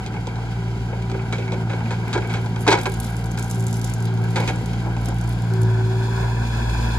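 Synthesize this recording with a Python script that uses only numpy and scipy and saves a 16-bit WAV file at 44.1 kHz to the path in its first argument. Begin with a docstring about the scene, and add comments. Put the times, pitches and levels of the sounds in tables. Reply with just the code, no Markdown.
"""Small excavator loading a trailer

A small excavator with a three-cylinder diesel lifts a grab of brush and soil and swings it to a trailer, in a yard.
The exhaust hums as harmonics of the firing rate, a hydraulic pump whines under load, and throbbing noise makes
the roar of exhaust, casing and fan. Bucket links knock and crunch as grainy forces on parallel resonances; soil
and twigs patter down as short noise bursts. Two microphone ports hear the scene with short echoes and a yard tail.
"""
import sys
import numpy as np
from scipy import signal
from scipy.fft import rfft, irfft, next_fast_len
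from scipy.io import wavfile

SR = 44100
rng = np.random.default_rng(int(sys.argv[2]) if len(sys.argv) > 2 else 0)


def dump_mix(stems):
    """Bounce the given channels to the path in sys.argv[1] as a 16-bit WAV at rate SR."""
    frames = np.atleast_2d(stems).T  # one column per channel
    limited = np.clip(frames, -1, 1)  # hard clip at full scale
    pcm = np.round(limited * 32767).astype(np.int16)
    wavfile.write(sys.argv[1], SR, pcm)


N = 307994

# turn of the machine: (time [s], share of the engine bay side facing the ports [0 to 1])
SWING = [(0, 0.02), (5.2, 0.059), (5.7, 0.74), (6.1, 0.91), (6.98, 0.98)]
# spectrum of falling soil and twigs: (frequency [Hz], relative density [dB per Hz])
SOIL_SPECTRUM = [(1760, -37), (3000, -4.5), (4320, -3.5), (5520, -4.5), (7150, 1.5), (9140, -5.5),
                 (10500, 2.5), (13000, -9), (14500, -7), (16000, -23)]


def from_db(db):
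    """Amplitude ratio: a level of 20 dB is a factor of ten."""
    return 10 ** (np.asarray(db) / 20)


def rms_one(x):
    """Normalisation of signal power: scale to rms 1."""
    return x / np.sqrt(np.mean(x ** 2) + 1e-20)


def in_time(rows):
    """Linear interpolation of a curve table in time: one value a sample for each column."""
    s, *columns = np.transpose(rows)
    return [np.interp(np.arange(N) / SR, s, c) for c in columns]


def shaped(x, response):
    """Linear filtering by convolution theorem: multiply the spectrum by a response given as a function of Hz."""
    size = next_fast_len(N + SR)
    hz = np.arange(1, size // 2 + 2) * SR / size
    return irfft(rfft(x, size) * response(hz), size)[..., :N]


def coloured(x, spectrum):
    """Zero-phase spectral weighting by (Hz, dB) points, interpolated along log frequency."""
    hz, db = np.transpose(spectrum)
    return shaped(x, lambda f: from_db(np.interp(np.log(f), np.log(hz), db)))


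def band(x, low_hz, high_hz):
    """Band-pass filtering with maximally flat (Butterworth) response."""
    edges = [low_hz, min(high_hz, SR / 2.2)]
    return signal.sosfilt(signal.butter(2, edges, "band", fs=SR, output="sos"), x)


def drift(rate_hz):
    """Slow random fluctuation of rms 1: noise through two equal low-pass poles at rate_hz."""
    r = np.exp(-80 * np.pi * rate_hz / SR)   # computed at every 40th sample
    noise = rng.standard_normal(N // 40 + 2002)
    slow = signal.lfilter([1], [1, -2 * r, r * r], noise)[2000:]
    return np.interp(np.arange(N) / 40, np.arange(len(slow)), rms_one(slow))


def grains(spread_db):
    """Impulsive noise: clicks of random sign, with exponentially distributed levels in dB."""
    return from_db(spread_db * np.minimum(rng.exponential(1, N), 4)) * rng.choice([-1, 1], N)


def facing_share():
    """Directivity: the share of the engine bay side that faces the ports."""
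    return np.clip(in_time(SWING)[0], 0, 1)


def pump():
    """Whine level in dB by adding amplitudes: it swells as a stroke starts and sinks back to idle after it."""
    # hydraulic strokes: (start [s], length [s], level added to idle as amplitude [dB])
    strokes = [(0.542, 0.23, -40.5), (0.984, 0.25, -39), (1.354, 0.27, -38), (1.964, 0.85, -44),
               (3.54, 0.15, -38.5), (3.981, 0.46, -38.5), (5.484, 0.5, -31.5), (6.135, 0.079, -38)]
    idle_db, rise_s, fall_s, waver_db = -60.5, 0.035, 0.4, 1
    t = np.arange(N) / SR
    gain = from_db(idle_db)
    for s, length, db in strokes:
        rise = (t - s) / rise_s
        fall = 1 - (t - s - length) / fall_s
        gain = gain + from_db(db) * np.clip(np.minimum(rise, fall), 0, 1) ** 2
    return 20 * np.log10(gain) + waver_db * drift(9.0)


def hum(per_s, first_db, second_db):
    """Additive harmonic synthesis: firing orders, ten-piston pump and crank tones share one running phase."""
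    # fainter tones locked to the crank: (cycles per firing, level from the front [dB], from the bay side [dB])
    crank_tones = [(8 / 3, -58, -56), (10 / 3, -52.5, -69), (15 / 3, -68, -53), (19 / 3, -63.5, -53),
                   (24 / 3, -53.5, -53.5), (40 / 3, -47.5, -47.5), (16.95, -52, -44)]
    # upper firing orders: (order, level from the front [dB], from the bay side [dB],
    # share of order 2's level swing, waver [dB])
    upper_orders = [(3, -32.5, -45.5, .9, 0.5)]
    # firing order 4: (time [s], level [dB])
    fourth = [(0.0, -51), (0.68, -58), (1.2, -41), (1.5, -42), (1.73, -40.5), (2.29, -50), (2.49, -43),
              (4.74, -44), (4.92, -45), (6.22, -45), (6.59, -37), (6.98, -41)]
    # a tone near 330 Hz that swells while the cab slews: (time [s], level [dB])
    slew_tone = [(0, -51), (4.5, -71), (4.8, -42.5), (5.3, -41), (6.1, -51), (6.3, -52), (6.98, -42)]
    # extra lead of the hum at the left port as the machine turns: (time [s], lead over the right [ms])
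    turn_lead = [(0, 0.036), (2.8, 0), (3.2, 0), (4.2, 0.2), (5.2, 0.086), (6.2, 0.059), (6.98, 0.13)]
    facing = facing_share()
    half_lead_s = in_time(turn_lead)[0] / 2000
    firings = np.cumsum(per_s) / SR + per_s * half_lead_s * [[1], [-1]]
    # (cycles per firing, level in dB)
    tones = [
        (1, first_db + 1.7 * drift(7.6)),
        (2, second_db + 1.02 * drift(19.0)),
        (20 / 3, pump()),
        (4, in_time(fourth)[0] + 4.1 * drift(7.6)),
        (17 / 3, in_time(slew_tone)[0] + 1.2 * drift(3.3)),
    ]
    for k, front_db, bay_db, share, waver_db in upper_orders:
        turned_db = front_db + facing ** 4 * (bay_db - front_db)
        swing_db = share * (second_db - second_db.mean())
        tones.append((k, turned_db + swing_db + waver_db * drift(2.5)))
    for k, front_db, bay_db in crank_tones:
        tones.append((k, front_db + facing * (bay_db - front_db) + 0.74 * drift(4.2)))
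    return sum(np.sqrt(2) * from_db(db) * np.cos(2 * np.pi * k * firings) for k, db in tones)


def throb(beats, pattern_db, depth):
    """Amplitude modulation: three draws of noise jump up at each beat, unevenly, and decay until the next."""
    beat = beats.astype(int)
    uneven_db = 3.1 * rng.standard_normal(int(beats[-1]) + 1)[beat]
    beat_db = np.array(pattern_db)[beat % len(pattern_db)] + uneven_db
    puff = from_db(beat_db) * np.exp(-3.2 * (beats % 1))
    return rng.standard_normal((3, N)) * (1 - depth + 0.31 * depth * puff)


def roar(firings, rumble_db, casing_db, hiss_db):
    """Modulated noise: exhaust puffs with each cylinder, pistons and valve gear slap twice a turn. Front, bay."""
    # spectra of exhaust rumble, then of casing roar and of fan and oil hiss from the front
    # and from the bay side, each (frequency [Hz], relative density [dB per Hz])
    rumble_spectrum = [(20, -30), (40, -17), (70, -6), (90, -5), (115, -4), (145, 0), (200, -3), (260, -8),
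                       (400, -9), (520, -13), (620, -20), (900, -45), (1500, -100)]
    casing_spectrum, hiss_spectrum = [(260, -63), (450, -7.5), (608, -15), (633, -2), (777, 1.5),
                                      (821, -0.5), (967, -4.5), (1150, -15.5), (1480, -3.5), (1660, -3.5),
                                      (1770, -47), (1950, -44), (2300, -7), (2990, -42), (5060, -120)], [(1060, -30), (1800, -2.5), (2250, -1), (2500, -4),
                                                      (2750, -3.5), (3200, -2), (3600, -12), (4000, -9),
                                                      (4300, -9.5), (4740, -9.5), (5200, -12.5),
                                                      (5640, -13), (6180, -13.5), (7300, -17),
                                                      (9000, -24.5), (10800, -26.5), (13200, -40),
                                                      (14500, -47), (16000, -74)]
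    bay_casing, bay_hiss = [(260, -37), (450, -5.5), (613, -1.5), (667, -2), (707, -0.5), (799, -4),
                            (963, 0), (1130, -10), (1220, -13), (1510, -2), (1590, -2.5), (1740, -4),
                            (1940, -25), (2100, -12.5), (2730, -55), (4620, -120)], [(1500, -42), (2050, -10), (2300, 1.5), (2600, 8.5),
                                                (2800, -8), (3050, -10), (3200, -9.5), (3400, 10),
                                                (3600, -8), (3850, -9), (4200, 1), (4500, -5.5), (4800, -2),
                                                (5100, -5.5), (5300, -10), (5900, -7), (6100, -4),
                                                (6500, -10.5), (7100, -7.5), (9000, -17.5), (13000, -27),
                                                (14500, -55)]
    slaps = firings * 4 / 3   # 1.5 firings a turn
    facing = facing_share()
    puffs = throb(firings, [.6, -2.5, -1.2], 0.047)
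    rumble = from_db(rumble_db + 0.086 * drift(2.7)) * rms_one(coloured(puffs, rumble_spectrum))
    slap = throb(slaps, [9.0, -8.0, -12.0, 1.0], 0.38)
    gear = throb(slaps, [1.5, 2.0, -4.0, 11.0], 0.082)
    casing = from_db(casing_db + 1.35 * drift(11))
    hiss = from_db(hiss_db + 1.17 * drift(15.0))
    front = casing * rms_one(coloured(slap, casing_spectrum)) + hiss * rms_one(coloured(gear, hiss_spectrum))
    # the draws in reverse order, so that the two sides differ
    bay = casing * rms_one(coloured(slap[::-1], bay_casing)) + hiss * rms_one(coloured(gear[::-1], bay_hiss))
    return rumble + np.sqrt(1 - facing) * front, np.sqrt(facing) * bay


def bucket(x):
    """Modal synthesis: the steel's resonances in parallel, of alternating sign, over a flat share."""
    # bucket and grab modes: (frequency [Hz], width before the widening below [Hz], gain [dB])
    modes = [(308, 56, 1.5), (349.6, 30, 6.5), (384.7, 14, 7), (426, 32, 8), (492, 102, 4.5),
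             (577, 39, 6.5), (774, 86, -5.5), (823, 27, 2.5), (893, 53, -4.5), (963, 25, -0.5),
             (995, 26, -3), (1380, 48, -6), (1445, 110, -11.5), (1626, 28, -4.5), (2230, 71, -7.5),
             (2282, 28, -2), (2460, 42, -35), (2890, 140, -10), (3290, 160, -1.5), (4080, 110, -3),
             (4030, 530, -2), (4570, 200, -14), (5090, 290, -11.5), (5200, 200, -9), (6470, 110, -10.5)]
    widening = 1.4
    out = 0.17 * x
    for k, (hz, width, db) in enumerate(modes):
        r = np.exp(-np.pi * widening * width / SR)
        zeros = np.array([1, 0, -1]) * (1 - r * r) / 2
        poles = [1, -2 * r * np.cos(2 * np.pi * hz / SR), r * r]
        out = out + (-1) ** k * from_db(db) * signal.lfilter(zeros, poles, x)
    return out


def knocks():
    """Impact excitation: a firm blow and a short rattle of contacts ring the steel in five ranges."""
    # bucket and grab knocks: (time [s], nominal level [dB], then thud, ring, clink and crunch
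    # relative to it [dB], fall scale [0.8 of the 1/e time, ms])
    knock_rows = [(0.062, -32.5, 5, -16, 1.5, 4.5, 8.6), (0.14, -26, -7, -8, -10, -14, 5.7),
                  (0.163, -28, -2, -10, -3.5, -20, 9.5), (0.27, -27, 6, -17, -8, -1, 5.1),
                  (0.288, -39, -5, -4, 7, -8, 5.2), (0.357, -29.5, -4, -10, -9, -7.5, 7),
                  (0.382, -26.5, -8, -8, -15, -21, 7.9), (0.676, -39, -8, -12, -20, -23, 8.1),
                  (0.927, -26.5, 4.5, -10, -11, -23, 10), (1.022, -41, -7, -5, 3, 4, 5.5),
                  (1.098, -30, -2, -4, -6, -6, 6.7), (1.115, -27, 5, -6, -7, -7, 6.3),
                  (1.143, -29, 9, -5, -8, -26, 16), (1.193, -34.5, -1, 0, 3, -16, 12),
                  (1.325, -25, 3, -0.5, -2, -2, 14.8), (1.355, -37, -5, -10, 0, -6, 8.8),
                  (1.382, -32.5, 9, -7, -1, -4, 23), (1.424, -32, 0, -5, 4, -17, 7.9),
                  (1.478, -33, -6, -2, 3.5, -6, 8.2), (1.52, -25.5, 5, -9, -2.5, -6.5, 13.7),
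                  (1.535, -30, 11, -1, -8, -14, 6.6), (1.697, -30.5, 7, 0.5, -0.5, -6.5, 26),
                  (1.733, -27, 7.5, -5, -3, -11, 6.2), (1.805, -24.5, -11, -3, -8, -20, 7.9),
                  (1.859, -40, 7, -7, 9, -8, 8.8), (1.907, -23.5, -0.5, -2.5, -4, -7.5, 20.5),
                  (2.078, -35, -2, -1, 5, -12, 6.8), (2.129, -27, -12, 3.5, 1, 4, 15.6),
                  (2.15, -16.5, 6, -6, -9, -21, 10.7), (2.176, -23, 2, -4, -8, -8, 8.8),
                  (2.221, -31, 4, 3, -1, -15, 11.7), (2.243, -28, 5, -5, -3, -24, 10),
                  (2.296, -39, 1, -11, 7.5, 4, 35), (2.338, -29, 1, 0, 1, -2, 20),
                  (2.367, -35, 11, 5, -8, -11, 8.4), (2.46, -31.5, -10, -8, -18, -2.5, 7.6),
                  (2.56, -27, -6, -3, -2, -6, 6.5), (2.667, -10.5, -7, -8, -13, -16, 11.3),
                  (2.677, -10.5, 5.5, -1, 1, -2, 10.3), (2.684, -17, 12, -3, 0, -7, 5.7),
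                  (2.692, -22, -2, -6, -1, -11, 3.5), (2.705, -15.5, -1, -17, -8, -2.5, 24),
                  (2.716, -8.5, -10, -5, -9, -13, 13.2), (2.726, -9.5, -1, -9, -6, -4.5, 5.1),
                  (2.739, -24, -4, -10, 2, -10, 5.6), (2.75, -22, 4, -4, -4, -16, 5.5),
                  (2.775, -23, 4, -1, -5, -12, 7.3), (2.786, -31.5, 0, -5, 2, 1, 20),
                  (2.856, -19.5, -14, 4, -1, -3.5, 7), (2.861, -18.5, 6.5, -6, -12, -15, 4.1),
                  (2.869, -13.5, -4, -16, -15, -16, 3.5), (3.377, -37.5, 10, 8, 7, 7, 7.5),
                  (3.387, -38, -8, -8, -8, 2, 8.4), (4.173, -37, 7, -11, -21, 0, 8.8),
                  (4.358, -20, 2.5, -0.5, -4, -1.5, 14), (4.369, -24, -2, -4, -5, -11, 10),
                  (4.383, -27.5, -1, -3, -10, -10, 9.3), (4.398, -22.5, 7, -16, -8, -12, 10),
                  (4.41, -38, -9, -2, 2, 0, 7.9), (4.424, -26, -1, -7, -4, -15, 9.5),
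                  (4.436, -26, 1, -4, -9, -16, 8.3), (4.476, -24, -3, 3.5, 4.5, 2.5, 10),
                  (4.487, -27.5, 3, -2, 7, -1, 7), (4.498, -21.5, 3.5, -7, -11, -9, 7.1),
                  (4.511, -41, -5, -10, -12, -15, 5.1), (4.733, -34, -13, -3, -3, -3, 10.1),
                  (4.86, -23.5, 1.5, -26, -28, -27, 12.4), (4.966, -22.5, -13, -20, -11, -15, 7.7),
                  (4.98, -38, -16, -23, -24, -13, 7.2), (5.082, -24.5, 2.5, -18, -26, -22, 10),
                  (5.117, -26, -6, -14, -22, -23, 12), (5.253, -36, -11, -15, -21, -18, 14),
                  (6.227, -34, 14.5, -13, 0, -9, 9)]
    # thud, body, ring, clink and crunch: (low edge [Hz], high edge [Hz])
    range_edges = [(270, 620), (660, 1120), (1200, 1820), (1930, 2750), (2700, 9000)]
    # the lower ranges take longer to build up, so their force starts sooner: lead of each range [s]
    early_s = [.005, .0035, .002, .001, 0]
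    rise_s = 0.001484
    slowness = [1.3, 0.98, 0.96, 0.748, 0.61]   # factor on the rise time in each range
    cut = 1.15   # above 1 the rattle holds, then stops short
    force, blows = np.zeros((5, N)), np.zeros((5, N))
    t = np.arange(int(.3 * SR)) / SR
    for s, db, thud_db, ring_db, clink_db, crunch_db, fall_ms in knock_rows:
        fall = np.exp(-(t * 800 / max(fall_ms, 2)) ** cut)
        levels_db = [thud_db, 0, ring_db, clink_db, crunch_db]
        for row, blow, level_db, early, slow in zip(force, blows, levels_db, early_s, slowness):
            at = int((s - early) * SR)
            rise = 1 - np.exp(-t / (slow * rise_s))
            row[at:at + len(t)] += from_db(db + level_db - 6.0) * rise * fall
            blow[at + int(slow * rise_s * SR)] += from_db(db + level_db + 8)   # the first, firm contact
    contacts = grains(1.94) * (rng.random(N) < 6000 / SR) + 1e-9
    # first row: steady rattle, sets the scale of each range
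    rung = bucket(np.vstack([contacts, contacts * force + blows]))
    out = 0
    for k, edges in enumerate(range_edges):
        steady, struck = band(band(rung[[0, k + 1]], *edges), *edges)
        out = out + struck / np.std(steady)
    return out


def patter():
    """Clustered shot noise: grains land in clumps, each a short bright click at one of four pitches."""
    # fine patter of soil: (time [s], level [dB])
    patter_level = [(1.9, -107), (2.6, -52), (2.69, -47), (2.8, -49), (3.02, -48), (3.31, -55.5),
                    (3.8, -48.5), (4.2, -60), (4.53, -53.5), (4.8, -65), (5.1, -57), (5.7, -67), (5.9, -93)]
    db, = in_time(patter_level)
    median_per_s = 220
    rate = median_per_s * from_db(7.5 * drift(11))
    born = grains(4.0) * (rng.random(N) < rate / SR) + 1e-9
    dealt = rng.integers(0, 4, N)
    clicks = 0
    for k, hz in enumerate([4730, 6940, 9800, 12100]):
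        clicks = clicks + band(born * (dealt == k), hz / 1.4, hz * 5.0)
    return from_db(db) * rms_one(coloured(clicks, SOIL_SPECTRUM))


def ticks():
    """Decaying noise bursts: a sharp click and gritty rattle around a pitch, partly its own at each port."""
    # clearest ticks of soil and twigs: (time [s], peak before soil colour and gain [dB], pitch [Hz],
    # rattle decay [ms])
    tick_rows = [(2.0801, -35, 4160, 4), (2.274, -33, 4030, 4), (2.3305, -32, 4000, 4),
                 (2.813, -27, 6400, 4.4), (2.833, -26, 4030, 4.3), (2.9188, -29, 4015, 4.3),
                 (2.94, -29, 7240, 4.8), (3.001, -21.5, 11000, 4.35), (3.0324, -32, 4590, 4),
                 (3.046, -28, 4560, 5.8), (3.1103, -48, 4960, 4.1), (3.1436, -45, 4600, 3.94),
                 (3.1663, -32, 7280, 4), (3.2121, -42, 5080, 4), (3.242, -30.5, 5120, 4),
                 (3.259, -36, 6550, 4.1), (3.2664, -34, 7260, 4), (3.311, -35, 6570, 4.66),
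                 (3.3165, -28.5, 7180, 4), (3.375, -26, 4660, 4), (3.3866, -28, 6520, 4),
                 (3.3944, -27, 7170, 4.7), (3.4256, -27, 7200, 4.46), (3.4364, -33, 5780, 4),
                 (3.4444, -31, 7220, 4), (3.482, -40, 7260, 4), (3.501, -25, 6570, 4.6),
                 (3.5114, -20.5, 7100, 6.1), (3.547, -32, 7910, 4), (3.5574, -33, 7200, 4),
                 (3.5972, -32, 7100, 4), (3.6055, -30, 7050, 4), (3.6254, -41, 6580, 4),
                 (3.6391, -35, 6450, 4), (3.667, -22, 7130, 4.6), (3.682, -27, 6450, 4.3),
                 (3.7098, -32, 7350, 4), (3.7284, -26, 6260, 4.5), (3.7409, -25.5, 7100, 4),
                 (3.7688, -28, 6990, 4), (3.815, -23, 5040, 4.7), (3.8432, -22.5, 6600, 6.8),
                 (3.8746, -31, 8090, 3.9), (3.898, -28, 7020, 4.7), (3.937, -27.5, 7130, 6.1),
                 (4.0043, -31, 7094, 4), (4.025, -31, 6270, 4), (4.054, -28, 4530, 4),
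                 (4.2169, -38, 4340, 4), (4.2393, -33, 4800, 4), (4.3076, -36, 5340, 4),
                 (4.4024, -27, 5330, 4.4), (4.4438, -38, 4060, 4), (4.475, -30, 5150, 4),
                 (4.559, -34, 7200, 4), (4.6194, -37, 4750, 4), (4.6594, -30, 4690, 4),
                 (4.7335, -38, 5120, 4.3), (5.0129, -39, 6720, 4), (5.0484, -35, 4220, 4.4),
                 (5.058, -26, 4960, 4), (5.086, -26, 7015, 4), (5.1855, -33, 4750, 3.9),
                 (5.2122, -29.5, 6516, 4), (5.24, -36, 6750, 4), (5.2759, -34, 4960, 4),
                 (5.2919, -31, 10400, 4), (5.3258, -31.5, 4680, 4.1), (5.3334, -37, 4040, 4),
                 (5.421, -32, 4760, 3.9), (5.5054, -54, 4680, 4), (5.5366, -29.5, 5185, 3.6),
                 (5.6168, -29, 8360, 3.9), (5.6321, -28.5, 5450, 4)]
    out = np.zeros((2, N))
    t = np.arange(int(0.036 * SR)) / SR
    grit = rng.standard_normal((len(tick_rows), 3, len(t)))
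    for (s, db, hz, rattle_ms), (both, *own) in zip(tick_rows, grit):
        click = both * np.exp(-t / 0.00031)
        rattle = (1.1 * both + 0.82 * np.array(own)) * np.exp(-t * 1000 / max(rattle_ms, 1))
        burst = click + 0.67 * rattle
        tick = 1.08 * band(burst, 1900, 15300) + band(burst, hz / 1.42, hz * 1.31)
        at = int(s * SR)
        out[:, at:at + len(t)] += from_db(db) * tick / np.abs(tick).max()
    return from_db(6.5) * coloured(out, SOIL_SPECTRUM)


def ports(x, lead):
    """Comb filtering: two dull echoes shape the spectrum at each port; a phase lag sets right against left."""
    # microphone ports, left and right: (echo delay [ms], echo share, second echo delay [ms], its share)
    port_echoes = [(2.027, -0.056, 0.076, 0.045), (1.06, 0.12, 0.775, 0.42)]
    echo_cut_hz = 3800

    def response(f):
        def late(ms):
            return np.exp(-2j * np.pi * f * ms / 1000)
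        dull = 1 / (1 + 1j * f / echo_cut_hz)
        # only the magnitude of the comb is kept
        left, right = [np.abs(1 + dull * (g * late(d) + g2 * late(d2))) for d, g, d2, g2 in port_echoes]
        lag = np.interp(f, *np.transpose(lead))
        return np.array([left, right * np.exp(-1j * lag)])
    return shaped(x, response)


def yard(x):
    """Diffuse reverberation: house wall, trailer and trees return a decaying tail, its own in each channel."""
    t60_s, tail_db = 0.19, -18.5
    t = np.arange(int(.8 * SR)) / SR
    noise = band(rng.standard_normal((2, len(t))), 270, 4350)
    tail = noise * from_db(-60 * t / t60_s) * (t > .015)
    tail = tail / np.sqrt(np.sum(tail ** 2, axis=1, keepdims=True))
    return from_db(tail_db) * signal.fftconvolve(x[None], tail, axes=1)[:, :N]


def scene():
    """Superposition: hum and rumble reach both ports nearly alike; the rest is combed, scattered and echoed."""
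    # engine speed sags under load: (time [s], firing rate [Hz], level of order 1 [dB], of order 2 [dB])
    engine = [(0, 56.67, -35, -32), (.5, 58.1, -34, -26.5), (.66, 57.42, -34, -26), (1.25, 57.62, -35, -27),
              (1.45, 57.06, -39, -25), (2.6, 56.92, -38, -24.5), (2.8, 56.84, -38, -26.5),
              (2.92, 56.87, -32, -26.5), (3.46, 57.87, -35.5, -25.5), (3.67, 57.3, -42, -21.5),
              (3.91, 57.35, -31, -25), (4.02, 57.17, -45, -22.5), (4.4, 57.02, -40, -21.5),
              (4.5, 57.78, -32.5, -26), (5.38, 58.22, -30, -23), (5.52, 57.04, -45, -19.5),
              (5.63, 56.16, -33, -16.5), (5.87, 56.52, -36, -19.5), (6.04, 57.37, -37, -20.5),
              (6.2, 57.9, -28, -22.5), (6.98, 57.55, -21.5, -24.5)]
    # broad noise: (time [s], exhaust rumble [dB], casing roar [dB], fan and oil hiss [dB])
    roar_levels = [(0, -35, -42, -47), (.9, -35.5, -42, -47.5), (2.3, -32.5, -38.5, -45.5),
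                   (3.3, -34, -41, -46.5), (4.2, -35, -40.5, -47), (4.47, -30, -40, -41.5),
                   (4.95, -34.5, -39.5, -47), (5.6, -34.5, -39, -46.5), (6.15, -34.5, -35.5, -42.5),
                   (6.98, -33.5, -34, -38)]
    # sound from all round: (frequency [Hz], level relative to direct before a small gain [dB])
    scatter = [(60, 1), (300, -22), (550, -11), (1000, -3), (2500, -6), (4000, -2), (5500, -2),
               (8000, -1.5), (15000, 12.5)]
    # phase of the left port ahead of the right, each (frequency [Hz], lead [radians]):
    # hum and rumble, machine from the front, from the bay side, soil, bucket
    low_lead, front_lead, bay_lead = [(0, 0.068), (600, 0.39), (1000, 0.2)], [(0, 0), (1120, 1), (1460, 0.18), (2330, 9),
                                                        (2840, 10), (3270, 8), (3960, 14.5), (4650, 13.5),
                                                        (6550, 17.5), (9040, 22.5), (10400, 12.5),
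                                                        (12900, 47), (13900, 1), (16100, 12)], [(0, 78), (430, 1), (1460, 11.5),
                                                                      (1980, 14.5), (2330, 17.5),
                                                                      (3100, 12.5), (3790, 20),
                                                                      (6460, 29.5), (8440, 37), (10400, -8),
                                                                      (13000, 50), (13600, 7),
                                                                      (15800, 22.0), (16100, 21.4)]
    soil_lead, load_lead = [(0, 0), (2000, 1.3), (9000, 1.3), (16000, 2.0)], [(0, 2), (500, -1), (950, 0.97), (1550, 0.3), (2400, 2),
                                               (4000, 1.63), (5200, 1.5), (6500, 1.5), (9000, 11),
                                               (12000, 21), (16000, 23)]
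    # the bucket, left over right: (frequency [Hz], level difference [dB])
    load_pan = [(60, -0.5), (110, 0.0), (200, 13), (380, -6.5), (700, 1.0), (1290, 3), (2380, -4.5),
                (4400, 3), (8120, 2.5), (15000, -1)]

    per_s, first_db, second_db = in_time(engine)
    firings = np.cumsum(per_s) / SR
    front, bay = roar(firings, *in_time(roar_levels))   # rows: one direct draw among two scattered
    low = signal.sosfilt(signal.butter(2, 330, fs=SR, output="sos"), front[0])
    hits = knocks()
    soil = ticks() + patter()
    load = np.array([coloured(hits, np.multiply(load_pan, [1, half])) for half in (.5, -.5)])

    def split_phase(f):
        return np.exp(.5j * np.interp(f, *np.transpose(low_lead)) * [[1], [-1]])
    direct = shaped(low + hum(per_s, first_db, second_db), split_phase)
    direct = direct + ports(front[0] - low, front_lead) + ports(bay[1], bay_lead)
    direct = direct + ports(soil, soil_lead) + ports(load, load_lead)
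    scattered = from_db(0.5) * coloured(front[1:] + bay[::2], scatter)
    return direct + scattered + yard(hits + from_db(13.0) * soil[0])


def record(dry):
    """Band limiting and soft saturation: the deepest bass is cut, peaks are rounded, the top is cut."""
    ceiling, cutoff_hz = 1.3, 16500
    x = signal.sosfilt(signal.butter(4, 42, "high", fs=SR, output="sos"), dry)
    rounded = ceiling * np.tanh(x / ceiling)
    return signal.sosfilt(signal.cheby2(12, 70, cutoff_hz, fs=SR, output="sos"), rounded)


dry = scene()
out = record(dry)
dump_mix(out)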